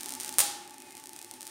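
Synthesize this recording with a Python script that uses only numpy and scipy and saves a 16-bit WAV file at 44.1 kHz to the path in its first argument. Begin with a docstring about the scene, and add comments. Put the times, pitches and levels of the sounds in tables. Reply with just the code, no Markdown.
"""Tiny discharges crackle and hiss over the motor and belt drone of an electrostatic generator.
One big spark cracks from the charged dome; its shock fronts reflect off the bench and the hard
walls of the room, and the metal spheres ring on in their natural modes. The crackle falls away,
then grows again as the charge builds back up."""
import sys
import numpy as np
from scipy import signal
from scipy.fft import rfft, irfft
from scipy.io import wavfile
from scipy.ndimage import uniform_filter1d

SR = 44100
rng = np.random.default_rng(int(sys.argv[2]) if len(sys.argv) > 2 else 0)


def to_wav(sig):
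    """Store sig (one row per channel, or 1-D mono) as 16-bit WAV at the path in sys.argv[1].

    Samples outside -1..1 are clipped; the rate is SR.
    """
    pcm = np.clip(np.atleast_2d(sig), -1, 1) * 32767
    pcm = np.round(pcm).astype(np.int16)
    wavfile.write(sys.argv[1], SR, pcm.T)  # frames by channels


N = 66150
T = np.arange(N) / SR

# reverberation time of the room: frequency_hz, t60_s
ROOM_DECAY = [(100, 0.98), (500, 0.52), (1500, 0.82), (4000, 0.62), (8000, 0.45), (12000, 0.4), (16000, .3)]
# spectrum of the machine's rumble: frequency_hz, gain_db
RUMBLE_SPECTRUM = [(20, -28), (60, -19), (120, 0), (300, 7.5), (500, 1), (1000, -1), (2500, 5.5),
                   (8000, -18.5)]
# frame resonances shaken by the belt: pitch_hz, width_hz, level_db
FRAME_MODES = [(101, 21, -77), (151, 67, -77.5), (275, 72, -62), (360.8, 66, -62.5), (582.3, 35, -72.5),
               (764, 52, -68.5), (863.6, 58.5, -58), (1149, 28, -73), (1786, 74, -71)]
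# motor and mains tones: pitch_hz, level_db
HUM_TONES = [(50, -99), (100, -79.5), (200, -76.5), (253, -70.5), (350, -65.5), (851, -69.5), (875, -68.5)]
# gain on rumble, frame and hum, dipping after the crack: time_s, gain_db
DRONE_CONTOUR = [(0, 4.5), (.14, 6), (.3, 4), (.45, 4.5), (.6, 1), (.9, 1), (1.0, 0.5), (1.12, -.5),
                 (1.28, 0), (1.5, -0.5)]
# belt scraping on its rollers: pitch_hz, width_hz, level_db
SCRAPE_BANDS = [(2133, 120, -71.5), (2506, 100, -69.5)]
# course of the corona hiss: time_s, level_db
HISS_CONTOUR = [(0, -44.5), (.15, -47), (.19, -51), (.22, -44), (.38, -50.5), (.45, -58), (.66, -57),
                (.85, -56), (1.0, -56), (1.2, -55), (1.29, -59), (1.36, -53), (1.40, -57), (1.44, -50.5),
                (1.5, -54.5)]
# spectrum of the hiss: frequency_hz, gain_db
HISS_SPECTRUM = [(100, -11.5), (600, -3), (1200, -1.5), (2500, -0.5), (5000, 0), (8000, 0), (11000, -4),
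                 (15500, -9)]
# small discharges: start_s, level_db
DISCHARGES = [(0.0083, -14), (0.0121, -17), (0.0332, -12), (0.0443, -18), (0.0598, -11), (0.0862, -15.7),
              (0.093, -12), (0.1062, -13), (0.1228, -11.5), (0.1381, -12.5), (0.1444, -31), (0.1517, -13.6),
              (0.2007, -11), (0.2043, -17.5), (0.2089, -11.5), (0.2146, -18), (0.2334, -12.5),
              (0.2471, -11), (0.261, -14.4), (0.2799, -14.6), (0.2926, -9.5), (0.3266, -15.1),
              (0.3406, -15), (0.6773, -23), (0.6966, -27), (0.7086, -23), (0.7387, -32), (0.7432, -26),
              (0.7828, -22), (0.8028, -22.5), (0.8213, -22), (0.9082, -24), (0.9225, -25), (0.9278, -28),
              (0.9525, -21), (0.9697, -20.5), (0.9789, -23), (0.999, -23.9), (1.0396, -21.5),
              (1.0582, -19.5), (1.0715, -19.5), (1.0935, -19), (1.1332, -20), (1.1633, -18), (1.1905, -18),
              (1.2155, -18.8), (1.2273, -20.5), (1.2466, -19.5), (1.3122, -15), (1.3391, -20.5),
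              (1.4085, -16.5), (1.4179, -19), (1.4299, -16.5), (1.4535, -24), (1.4594, -29.5),
              (1.4688, -16), (1.4768, -17.5)]
# spectrum of a small discharge: frequency_hz, gain_db
DISCHARGE_SPECTRUM = [(100, -47), (700, -13.5), (2000, -9), (4000, -4.5), (6000, -1), (9000, -0.5),
                      (11000, -4), (15500, -8.5)]
# modes of the metal spheres: pitch_hz, level_db, t60_s
SPHERE_MODES = [(268.3, -53, 0.88), (816.5, -36, 0.93), (834.5, -38.5, 0.87), (1799, -52.5, 1.37),
                (3170, -47, 0.36), (3870, -56, 0.37)]
# spectrum of the spark's shock fronts: frequency_hz, gain_db
SHOCK_SPECTRUM = [(30, -31), (130, -9.5), (220, -16), (450, -7.5), (1000, -3.5), (2500, -3.5), (4500, -6.5),
                  (7000, 0.5), (9500, 3.5), (15000, -2.5)]
# early reflections from bench, walls and ceiling: delay_ms, level_db
REFLECTIONS = [(2.2, -18.5), (4.5, -13.5), (5.35, -10), (6.25, -3), (8.6, -3), (14.0, -7), (17.0, -10.5),
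               (18.5, -21), (19.2, -3), (20.25, -11), (21.2, -14), (22.6, -8), (24.8, -16), (28.0, -11.5)]
# spectrum of the spark's reverberation: frequency_hz, gain_db
TAIL_SPECTRUM = [(30, -29), (130, -13.5), (200, -12), (500, -5), (900, -2), (1500, -6), (2200, -6),
                 (4000, 1), (6500, 2.5), (8000, 5), (9200, 2.5), (12000, -2), (15000, -3)]
# response of the microphone port: frequency_hz, gain_db
PORT_RESPONSE = [(8000, -0.5), (8700, 2.5), (9300, 6.5), (9850, 2.5), (10500, -3), (11200, 0.5), (12000, 1),
                 (12500, -3), (13500, 0), (15600, -0.5), (16100, -15)]

SPARK_S = .3848


def undb(db):
    """Amplitude grows tenfold for every 20 dB."""
    return 10 ** (np.asarray(db) / 20)


def unit(x):
    """Dividing by the rms gives a signal of unit power."""
    return x / np.sqrt(np.mean(x ** 2))


def decay(age_s, t60_s):
    """Exponential damping loses 60 dB in each t60_s."""
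    return np.exp(-np.log(1000) * age_s / t60_s)


def on_log_axis(points, hz):
    """Interpolation in log frequency gives each octave equal room."""
    knots_hz, values = np.array(points).T
    return np.interp(np.log(np.maximum(hz, 1)), np.log(knots_hz), values)


def colour(x, spectrum):
    """A minimum-phase filter, made by folding the cepstrum, imposes a spectrum causally."""
    size = 4096
    gain = undb(on_log_axis(spectrum, np.fft.rfftfreq(size, 1 / SR)))
    cepstrum = irfft(np.log(gain))
    cepstrum[1:size // 2] *= 2
    cepstrum[size // 2 + 1:] = 0
    return signal.fftconvolve(x, irfft(np.exp(rfft(cepstrum))))[:N]


def resonant_noise(hz, width_hz):
    """Two resonators in series select a narrow band from a random force."""
    peak = signal.iirpeak(hz, hz / width_hz, fs=SR)
    return signal.lfilter(*peak, signal.lfilter(*peak, rng.standard_normal(N)))


def wander(rate_hz):
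    """Smoothing and limiting random steps gives a slow fluctuation of unit rms."""
    hold = int(SR / rate_hz)
    steps = np.repeat(rng.standard_normal(N // hold + 3), hold)
    smooth = uniform_filter1d(uniform_filter1d(steps, hold), hold)
    return unit(np.tanh(smooth[hold:hold + N]))


def impulses(events):
    """A brief event acts as an impulse: one for each start_s, level_db row."""
    out = np.zeros(N)
    for start_s, db in events:
        out[int(np.clip(start_s * SR, 0, N - 1))] += undb(db)
    return out


def room(build_s=.02):
    """A diffuse field of unit energy builds up, then decays; the treble dies first."""
    hz = np.fft.rfftfreq(N, 1 / SR)
    noise = rfft(rng.standard_normal(N))
    centres_hz, t60s = np.array(ROOM_DECAY).T
    field = 0
    for weights, t60_s in zip(np.eye(len(t60s)), t60s):
        band = on_log_axis(list(zip(centres_hz, weights)), hz)
        field += irfft(noise * band, N) * decay(T, t60_s)
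    return unit(field * (1 - np.exp(-T / build_s))) / np.sqrt(N)


def drone(rumble_db=-65.5, pitch_drift=.0039, waver_db=6):
    """Forced vibration: the belt shakes the frame's resonances over rumble and wavering motor tones."""
    out = undb(rumble_db) * unit(colour(rng.standard_normal(N), RUMBLE_SPECTRUM))
    for hz, width_hz, db in FRAME_MODES:
        out += undb(db) * unit(resonant_noise(hz, width_hz))
    for hz, db in HUM_TONES:
        cycles = np.cumsum(hz * (1 + pitch_drift * wander(rate_hz=9.8))) / SR
        waver = undb(waver_db * wander(rate_hz=10.52))
        out += undb(db) * unit(np.sin(2 * np.pi * cycles) * waver)
    return out * undb(np.interp(T, *np.array(DRONE_CONTOUR).T))


def belt(swell_db=8):
    """Friction between belt and rollers makes faint bands of noise that swell unevenly."""
    out = 0
    for hz, width_hz, db in SCRAPE_BANDS:
        scrape = resonant_noise(hz, width_hz) * undb(swell_db * wander(rate_hz=25.13))
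        out += undb(db) * unit(scrape)
    return out


def corona(grains_per_s=6000, spread_db=2.5, flicker_db=2):
    """Shot noise: countless faint discharges merge into a hiss that follows the dome's charge."""
    fires = rng.random(N) < grains_per_s / SR
    grains = fires * rng.choice([-1, 1], N) * undb(spread_db * rng.standard_normal(N))
    level_db = np.interp(T, *np.array(HISS_CONTOUR).T) + flicker_db * wander(rate_hz=40.2)
    return unit(colour(grains, HISS_SPECTRUM)) * undb(level_db)


def crackle(gain_db=4, reverb_db=-7.5):
    """Each tiny discharge is an impulsive source: a sharp click, then the room's reverberation."""
    clicks = colour(impulses(DISCHARGES), DISCHARGE_SPECTRUM) * undb(gain_db)
    return clicks + undb(reverb_db) * signal.fftconvolve(clicks, room())[:N]


def sphere_ring(rise_s=.027):
    """Free vibration: excited by the spark, the metal spheres ring in damped modes."""
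    age_s = np.maximum(T - SPARK_S, 0)
    modes = sum(undb(db) * np.sin(2 * np.pi * hz * age_s) * decay(age_s, t60_s)
                for hz, db, t60_s in SPHERE_MODES)
    return modes * (1 - np.exp(-age_s / rise_s))


def spark_reverberation(room_db=6, scatter_db=3.5, scatter_t60_s=.12, scatter_delay_s=.017):
    """Scattering from nearby things adds a short, dense burst to the spark's diffuse tail."""
    scatter = unit(rng.standard_normal(N) * decay(T, scatter_t60_s)) / np.sqrt(N)
    tail = signal.fftconvolve(impulses([(SPARK_S, room_db)]), room())
    tail += signal.fftconvolve(impulses([(SPARK_S + scatter_delay_s, scatter_db)]), scatter)
    return colour(tail[:N], TAIL_SPECTRUM)


def spark(gain_db=6.5, front_gap_ms=.21, lead_front_db=-12):
    """The spark launches a double shock front; reflection returns the main front as distinct echoes."""
    direct = [(SPARK_S - front_gap_ms / 1000, lead_front_db), (SPARK_S, 0)]
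    echoes = [(SPARK_S + delay_ms / 1000, db) for delay_ms, db in REFLECTIONS]
    return undb(gain_db) * colour(impulses(direct + echoes), SHOCK_SPECTRUM)


def scene():
    """Superposition: the pressures of all sources add at one microphone."""
    return (crackle() + spark() + spark_reverberation() + sphere_ring() + corona() + drone() + belt())[None]


def record(dry):
    """Port resonance lifts the microphone's treble, overload clips the crack and a low-pass cuts the top."""
    overload, cutoff_hz = 1.2, 16200
    clipped = np.clip(colour(dry[0], PORT_RESPONSE), -overload, overload)
    low_pass = signal.ellip(8, .2, 70, cutoff_hz, fs=SR, output="sos")
    return signal.sosfilt(low_pass, clipped)[None]


dry = scene()
out = record(dry)
to_wav(out)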